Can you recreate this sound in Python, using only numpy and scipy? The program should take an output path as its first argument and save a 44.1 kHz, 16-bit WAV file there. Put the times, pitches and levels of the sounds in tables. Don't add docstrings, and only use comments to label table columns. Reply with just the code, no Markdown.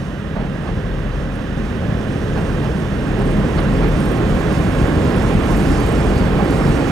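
import sys
import numpy as np
from scipy import signal
from scipy.fft import rfft, irfft, next_fast_len
from scipy.io import wavfile
from scipy.ndimage import uniform_filter1d, map_coordinates

SR = 44100
rng = np.random.default_rng(int(sys.argv[2]) if len(sys.argv) > 2 else 0)


def store_pcm(level_fs):
    pcm = np.round(np.clip(level_fs, -1, 1) * 32767).astype(np.int16)
    wavfile.write(sys.argv[1], SR, np.atleast_2d(pcm).T)


N = 304731

# time in seconds, level before the trims in dB.
HISS_LEVEL = [(0, -53.5), (.27, -57), (1.15, -55), (2.3, -52), (2.52, -49.5), (2.88, -52), (3.6, -48.5),
              (4.1, -47), (4.24, -49.5), (4.47, -45.5), (5.08, -46.5), (5.27, -44), (5.4, -46),
              (5.56, -42.8), (5.85, -43), (6.34, -47), (6.52, -44.3), (6.7, -43), (6.9, -44)]
# pitch in Hz, width in Hz, relative level in dB.
UPPER_TICK_MODES = [(11850, 650, 0), (12700, 500, -8)]
RUB_PERIOD_S = .0585


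def girders(uneven_db=0.64):
    # frequency in Hz, relative density in dB.
    web_spectrum = [(20, -25), (32, -8), (55, 0), (75, 0), (100, 0), (150, 0.5), (205, -0.5), (235, -5.5),
                    (350, -37), (590, -80)]
    # frequency in Hz, relative density in dB.
    flange_spectrum = [(130, -63), (230, -3), (290, -1), (350, -5), (430, -5.5), (520, -8.5), (580, -15),
                       (660, -19), (830, -44), (1400, -100)]
    # pitch in Hz, width in Hz,
    # level against the rumble's noise in dB.
    rumble_hums = [(145.4, 9.6, -12), (205.2, 10.5, -14)]
    # pitch in Hz, width in Hz,
    # level against the body's noise in dB.
    body_hums = [(414, 14, -17), (542, 16, -18.5), (618, 23, -20)]
    # crest in seconds, rise in dB, swell in seconds.
    surges = [(.42, 3.5, 0.056), (.8, 3.5, 0.099), (2.35, 2, 0.56), (3.7, 1.5, 0.35), (5.25, 1, .15)]
    low = rush(web_spectrum, patchy_db=0.1) + rubbed(rumble_hums)
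    upper = rush(flange_spectrum, patchy_db=0.47) + rubbed(body_hums)
    surge = amp(sum(db * swell(s, width) for s, db, width in surges))
    rumble = growing(near_db=-17.5, grows_db=10) * low
    body = growing(near_db=-20.5, grows_db=14) * amp(uneven_db * wobble(6.5)) * upper
    return surge * (rumble + body)


def wheels(hiss_db=1, surge_db=0.5, flutter_db=0.78, catch_db=4):
    # frequency in Hz, relative density in dB.
    roll_far = [(320, -24), (560, 1.5), (680, -3.5), (780, -3.5), (880, -7.5), (1050, -5), (1350, -6.5),
                (1620, -4.5), (1900, -7), (2200, -15), (2750, -14), (3700, -19), (4400, -27), (6000, -46)]
    # frequency in Hz, relative density in dB.
    roll_near = [(320, -18), (560, -1), (680, 0), (790, 1), (900, -3), (1100, -3), (1650, -6),
                 (2100, -10.5), (2700, -13.5), (3600, -18.5), (4400, -25), (6000, -45)]
    # frequency in Hz, relative density in dB.
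    hiss_far = [(2800, -51), (4400, -2), (5300, 1.5), (6500, -0.5), (7000, -5.5), (7600, -6), (8300, -6.5),
                (10000, -10), (12000, -12.5), (13200, -45), (14400, -37), (15800, -49)]
    # frequency in Hz, relative density in dB.
    hiss_near = [(2800, -42), (4400, 1), (5200, 0.5), (6000, -1.5), (7100, -1.5), (7700, -4), (8400, -4),
                 (10000, -9), (12100, -12), (13300, -26), (14300, -15), (15800, -37)]
    # pitch in Hz, width in Hz, level against the hiss in dB.
    rim_modes = [(9320, 120, -28), (11830, 900, -33)]
    sing_s, sing_swell_s, sing_range_db = 4.5, 1.95, 14.5
    rolling = approaching(rush(roll_far, patchy_db=0.24), rush(roll_near, patchy_db=0.44))
    rails = amp(sing_range_db * (swell(sing_s, sing_swell_s) - 0.5)) * whine()
    rims = approaching(rush(hiss_far, patchy_db=0.0), rush(hiss_near, patchy_db=1.5))
    singing = rubbed(rim_modes) * amp(catch_db * wobble(30))
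    roar = growing(near_db=-26.5, grows_db=9.5) * (rolling + rails)
    hiss_level = curves(HISS_LEVEL)[0] + hiss_db + surge_db * wobble(7.8) + flutter_db * wobble(50)
    return roar + amp(hiss_level) * (rims + singing)


def whine(pitch_hz=1067, level_db=-19.7, wander_hz=12):
    return amp(level_db + wobble(12)) * tone(pitch_hz + wander_hz * wobble(40))


def deck(drift_hz=0.73):
    # crest in seconds, level in dB, swell in seconds, pitch before drift in Hz.
    booms = [(.42, -30, 0.081, 40), (1.03, -24.5, 0.27, 41), (1.6, -24.5, 0.056, 42),
             (2.4, -27, 0.11, 39.5), (3.3, -19, 0.15, 39.5), (3.85, -20, 0.11, 42), (5.5, -23, 0.35, 43),
             (6.15, -25, 0.16, 48), (6.75, -37, 0.24, 49)]
    shake = rush([(18, -38), (26, -16), (33, -5), (48, -7), (62, -8), (100, -70)], patchy_db=1.5)
    pitch = curves([(s, hz) for s, _, _, hz in booms])[0] + drift_hz * wobble(8)
    load = sum(amp(db) * swell(s, width) for s, db, width, _ in booms)
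    boom = load * unit(np.sin(2 * np.pi * np.cumsum(pitch) / SR))
    shaking = growing(near_db=-26.5, grows_db=9.5) * shake
    return np.array([boom + shaking[0], shaking[1]])


def engine(waver_db=1.7, wander_hz=0.097):
    # time in seconds, rate before a slight wander in Hz.
    firing = [(0, 34.8), (2.4, 34.8), (6.9, 34.3)]
    # multiple of the firing rate, mean level in dB.
    orders = [(2, -39), (3, -43), (4, -35), (5, -35.5), (6, -35.5), (12, -47)]
    rate = curves(firing)[0] + wander_hz * wobble(5)
    return sum(amp(db + waver_db * wobble(3.04)) * tone(k * rate) for k, db in orders)


def clanks():
    # crest in seconds, level in dB, tilt in dB per octave, swell in seconds,
    # ring against the knock in dB.
    knocks = [(.378, -33, -4.5, .026, -20), (.425, -34, -4, .028, -40), (.675, -31, -4, .034, -20),
              (2.375, -30, -3, .02, -40), (2.65, -29.5, -2, .02, -14), (3.21, -27.3, -5, .02, -6),
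              (3.588, -23.8, 0, .009, -14), (3.84, -27, -1.5, .014, -16), (6.398, -26, -8, .011, 7),
              (6.62, -26.5, -6, .018, -4)]
    # frequency in Hz, relative density in dB.
    knock_spectrum = [(200, -22), (450, 0), (850, 0), (1300, -5), (2000, -9), (3000, -13), (3700, -20),
                      (4300, -15), (5200, -26), (8000, -48), (16000, -90)]
    # final pitch before wander in Hz, relative level in dB, t60 in seconds.
    rings = [(825, -1, .24), (765, -6, .3)]
    tilt_hz = 810
    flat_hz, glide_s, wander_hz, attack_s = 75, .015, 16, .005
    burst, out = rush(knock_spectrum, patchy_db=1), np.zeros((2, N))
    rattle = unit(amp(1.6 * wobble(130)))
    wander = [wander_hz * wobble(70) for _ in rings]
    for s, db, tilt, width, ring_db in knocks:
        knock = unit(filtered(burst, lambda hz: amp(tilt * np.log2(np.maximum(hz / tilt_hz, 1)))))
        age = np.maximum(np.arange(N) / SR - (s - width), 0)
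        flat = flat_hz * np.exp(-age / glide_s)
        ring = 0
        for (hz, mode_db, t60), drift in zip(rings, wander):
            ring = ring + amp(ring_db + mode_db - 60 * age / t60) * tone(hz - flat + drift)
        onset = 1 - np.exp(-age / attack_s)
        out += amp(db) * (swell(s, width) * rattle * knock + onset * ring)
    return out


def squeak(level_db=-7, width=0.0035, delay=0.0033):
    # first rub in seconds before the delay, number of rubs, level before trim in dB.
    runs = [(.622, 2, -50), (2.122, 4, -48), (2.408, 3, -46), (3.038, 1, -47), (3.215, 3, -40),
            (3.446, 3, -45), (3.735, 1, -41), (3.968, 4, -41), (4.431, 2, -44), (4.723, 2, -41),
            (4.955, 4, -41), (5.246, 1, -43), (5.362, 5, -42), (5.772, 6, -36), (6.477, 1, -39),
            (6.652, 2, -45)]
    rubs = 0
    for s, count, db in runs:
        for k in range(round(count)):
            rubs = rubs + amp(db) * swell(s + delay + k * RUB_PERIOD_S, width)
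    pitch = 8520 + 55 * wobble(17) + 95 * wobble(600)
    phase = 2 * np.pi * np.cumsum(pitch) / SR
    uneven = amp(1.3 * wobble(17))
    return amp(level_db) * uneven * rubs * np.array([np.sin(phase), np.cos(phase)])


def ticks(lower_db=-2, trim_db=-3, rough_hz=260):
    # start in seconds, lower ring before trims in dB,
    # its pitch before roughness in Hz, upper ring before trim in dB.
    strong_ticks = [(1.354, -43, 9310, -56), (2.379, -52, 9400, -50), (3.189, -44, 9400, -48),
                    (3.252, -42, 9490, -51), (3.311, -39, 9300, -47), (3.369, -47, 9400, -50),
                    (3.601, -37, 9490, -50), (3.881, -46, 9400, -43), (4.002, -33, 9300, -47),
                    (4.054, -37, 9250, -41), (4.116, -37, 9280, -42), (4.172, -45, 9350, -48),
                    (4.295, -47, 9350, -47), (4.346, -47, 9350, -47), (4.403, -45, 9400, -44),
                    (4.525, -39, 9400, -45), (4.582, -42, 9350, -46), (4.635, -46, 9350, -45),
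                    (4.755, -45, 9350, -46), (4.815, -41, 9300, -45), (5.043, -46, 9400, -45),
                    (5.101, -47, 9400, -46), (5.16, -34, 9750, -44), (5.226, -46, 9400, -44),
                    (5.338, -41, 9500, -49), (5.395, -47, 9400, -46), (5.459, -45, 9400, -44),
                    (5.511, -39, 9250, -43), (5.568, -43, 9400, -37), (5.627, -38, 9600, -44),
                    (5.685, -45, 9500, -45), (5.801, -38, 10000, -47), (5.862, -39, 9600, -38),
                    (5.922, -35, 9070, -42), (5.978, -44, 9300, -44), (6.04, -41, 9100, -48),
                    (6.1, -42, 9400, -47), (6.158, -46, 9400, -46), (6.446, -45, 9300, -45),
                    (6.506, -37, 9500, -44), (6.575, -42, 9200, -42), (6.69, -39, 9000, -46),
                    (6.775, -43, 9300, -45)]
    out, shape = np.zeros((2, N)), tick_shape()
    upper, rough = rubbed(UPPER_TICK_MODES), rough_hz * wobble(1200)
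    for s, low_db, hz, high_db in strong_ticks:
        start = round(s * SR)
        span = slice(start, start + len(shape))
        lower_ring = amp(low_db + lower_db) * tone(hz + rough[span])
        out[:, span] += shape * (lower_ring + amp(high_db) * upper[:, span])
    return amp(trim_db) * out


def ticking(level_db=-8):
    draws = rng.standard_normal((int(N / SR / RUB_PERIOD_S), 2))
    when = (np.arange(len(draws)) + .5 + .2 * draws[:, 0]) * RUB_PERIOD_S
    places = np.clip(when * SR, 0, N - 1).astype(int)
    strikes = np.bincount(places, amp(1.8 * draws[:, 1]), N)
    fading = signal.fftconvolve(strikes, tick_shape())[:N]
    rings = unit(rubbed(UPPER_TICK_MODES + [(9350, 400, -1)]))
    return amp(curves(HISS_LEVEL)[0] + level_db) * fading * rings


def tick_shape(attack_s=.0012, t60_s=.04):
    t = np.arange(SR // 10) / SR
    return (1 - np.exp(-t / attack_s)) * amp(-60 * t / t60_s)


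def drone(middle_s=1.77, swell_s=0.99, level_db=-29.5):
    # pitch in Hz, width in Hz, level within the drone in dB.
    drone_tones = [(209.4, 6, -4), (538, 18, -13)]
    return amp(level_db) * swell(middle_s, swell_s) * rubbed(drone_tones)


def twitter():
    # middle in seconds, swell in seconds, gain of the spell in dB.
    spells = [(2.75, .55, -66), (4.05, .1, -61), (4.7, .25, -61), (5.75, .25, -62)]
    chirps = rubbed([(8500, 400, -4), (9330, 180, -1.5), (11900, 800, -6)]) * amp(3.5 * wobble(90))
    return sum(amp(db) * swell(s, width) for s, width, db in spells) * chirps


def nearness():
    # time in seconds, nearness from 0 to 1.
    train = [(0, 0), (.7, 0.14), (1.4, 0.24), (2.5, 0.51), (2.95, 0.49), (3.6, 0.77), (4.25, 0.83),
             (5.2, 0.97), (5.85, 1), (6.3, 0.95), (6.9, 1)]
    return curves(train)[0]


def growing(near_db, grows_db):
    return amp(near_db - grows_db * (1 - nearness()))


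def approaching(far, near, lateness=1.9):
    share = np.clip(nearness(), 0, 1) ** lateness
    return np.sqrt(1 - share) * far + np.sqrt(share) * near


def amp(db):
    return 10 ** (np.asarray(db) / 20)


def unit(x):
    return x / np.sqrt(np.mean(x ** 2) + 1e-20)


def along(points, hz):
    f, *cols = np.transpose(points)
    return [np.interp(np.log(hz + 1), np.log(f + 1), c) for c in cols]


def curves(rows):
    s, *cols = np.transpose(rows)
    return [np.interp(np.arange(N) / SR, s, c) for c in cols]


def wobble(rate):
    knots = rng.standard_normal(int(N * rate / SR) + 4)
    return map_coordinates(knots, [np.arange(N) * rate / SR])


def swell(s, width):
    return np.exp(-.5 * np.minimum(((np.arange(N) / SR - s) / width) ** 2, 100))


def tone(hz):
    phase = 2 * np.pi * np.cumsum(hz) / SR
    return np.sqrt(2) * np.array([np.sin(phase), np.cos(phase)])


def filtered(x, response):
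    size = next_fast_len(N + SR // 2)
    return irfft(rfft(x, size) * response(np.fft.rfftfreq(size, 1 / SR)), size)[..., :N]


def rush(spectrum, patchy_db):
    z = signal.stft(rng.standard_normal((2, N)), nperseg=512)[2]
    field = uniform_filter1d(rng.standard_normal(z.shape[1:]), size=7, axis=0)
    field = uniform_filter1d(field, size=12, axis=1)
    pair = signal.istft(z * amp(patchy_db * unit(field)), nperseg=512)[1][:, :N]
    return unit(filtered(pair, lambda hz: amp(along(spectrum, hz)[0])))


def rubbed(modes):
    def ring(centre, width):
        noise = rng.standard_normal((2, N))
        return unit(filtered(noise, lambda hz: 1 / (1 + (2 * (hz - centre) / width) ** 2)))
    return sum(amp(db) * ring(centre, width) for centre, width, db in modes)


def microphones(pair):
    # frequency in Hz, likeness from 0 to 1, left minus right in dB,
    # lead of the left in radians.
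    ports = [(45, 1, 2.5, 0.33), (100, 1, 1, 0.25), (211, 1, -1.5, 0.6), (420, 0.94, -4.5, 0.74),
             (900, 0.83, -10, 0.53), (1670, 0.94, -11.5, 0.5), (2060, 0.25, -9.5, -0.5),
             (2250, 0.14, -12, -3), (3030, 0.33, -13, -5), (4360, 0.63, -5.5, -5.5), (6700, 0.67, -2, -6),
             (9000, 0.5, -5, -8), (10500, .3, -3.6, -7), (14000, .35, -2, -8.5)]

    def port(hz, sign):
        alike, balance_db, lead = along(ports, hz)
        alike = np.clip(alike, 0, 1)
        gain = amp(balance_db / 2)
        centre = np.sqrt(gain ** 2 + gain ** -2 + 2 * alike * np.cos(lead)) / 2
        blend = np.array([np.sqrt((1 + alike) / 2), sign * np.sqrt((1 - alike) / 2)])
        return gain ** sign * np.exp(.5j * sign * lead) / centre * blend

    return np.array([filtered(pair, lambda hz: port(hz, sign)).sum(axis=0) for sign in (1, -1)])


def scene():
    train = deck() + engine() + girders() + wheels()
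    details = clanks() + squeak() + ticks() + ticking() + drone() + twitter()
    return microphones(train + details)


def record(dry, ceiling=.85, top_hz=15800):
    rounded = dry / (1 + np.abs(dry / ceiling) ** 8) ** (1 / 8)
    return filtered(rounded, lambda hz: hz < top_hz)


dry = scene()
out = record(dry)
store_pcm(out)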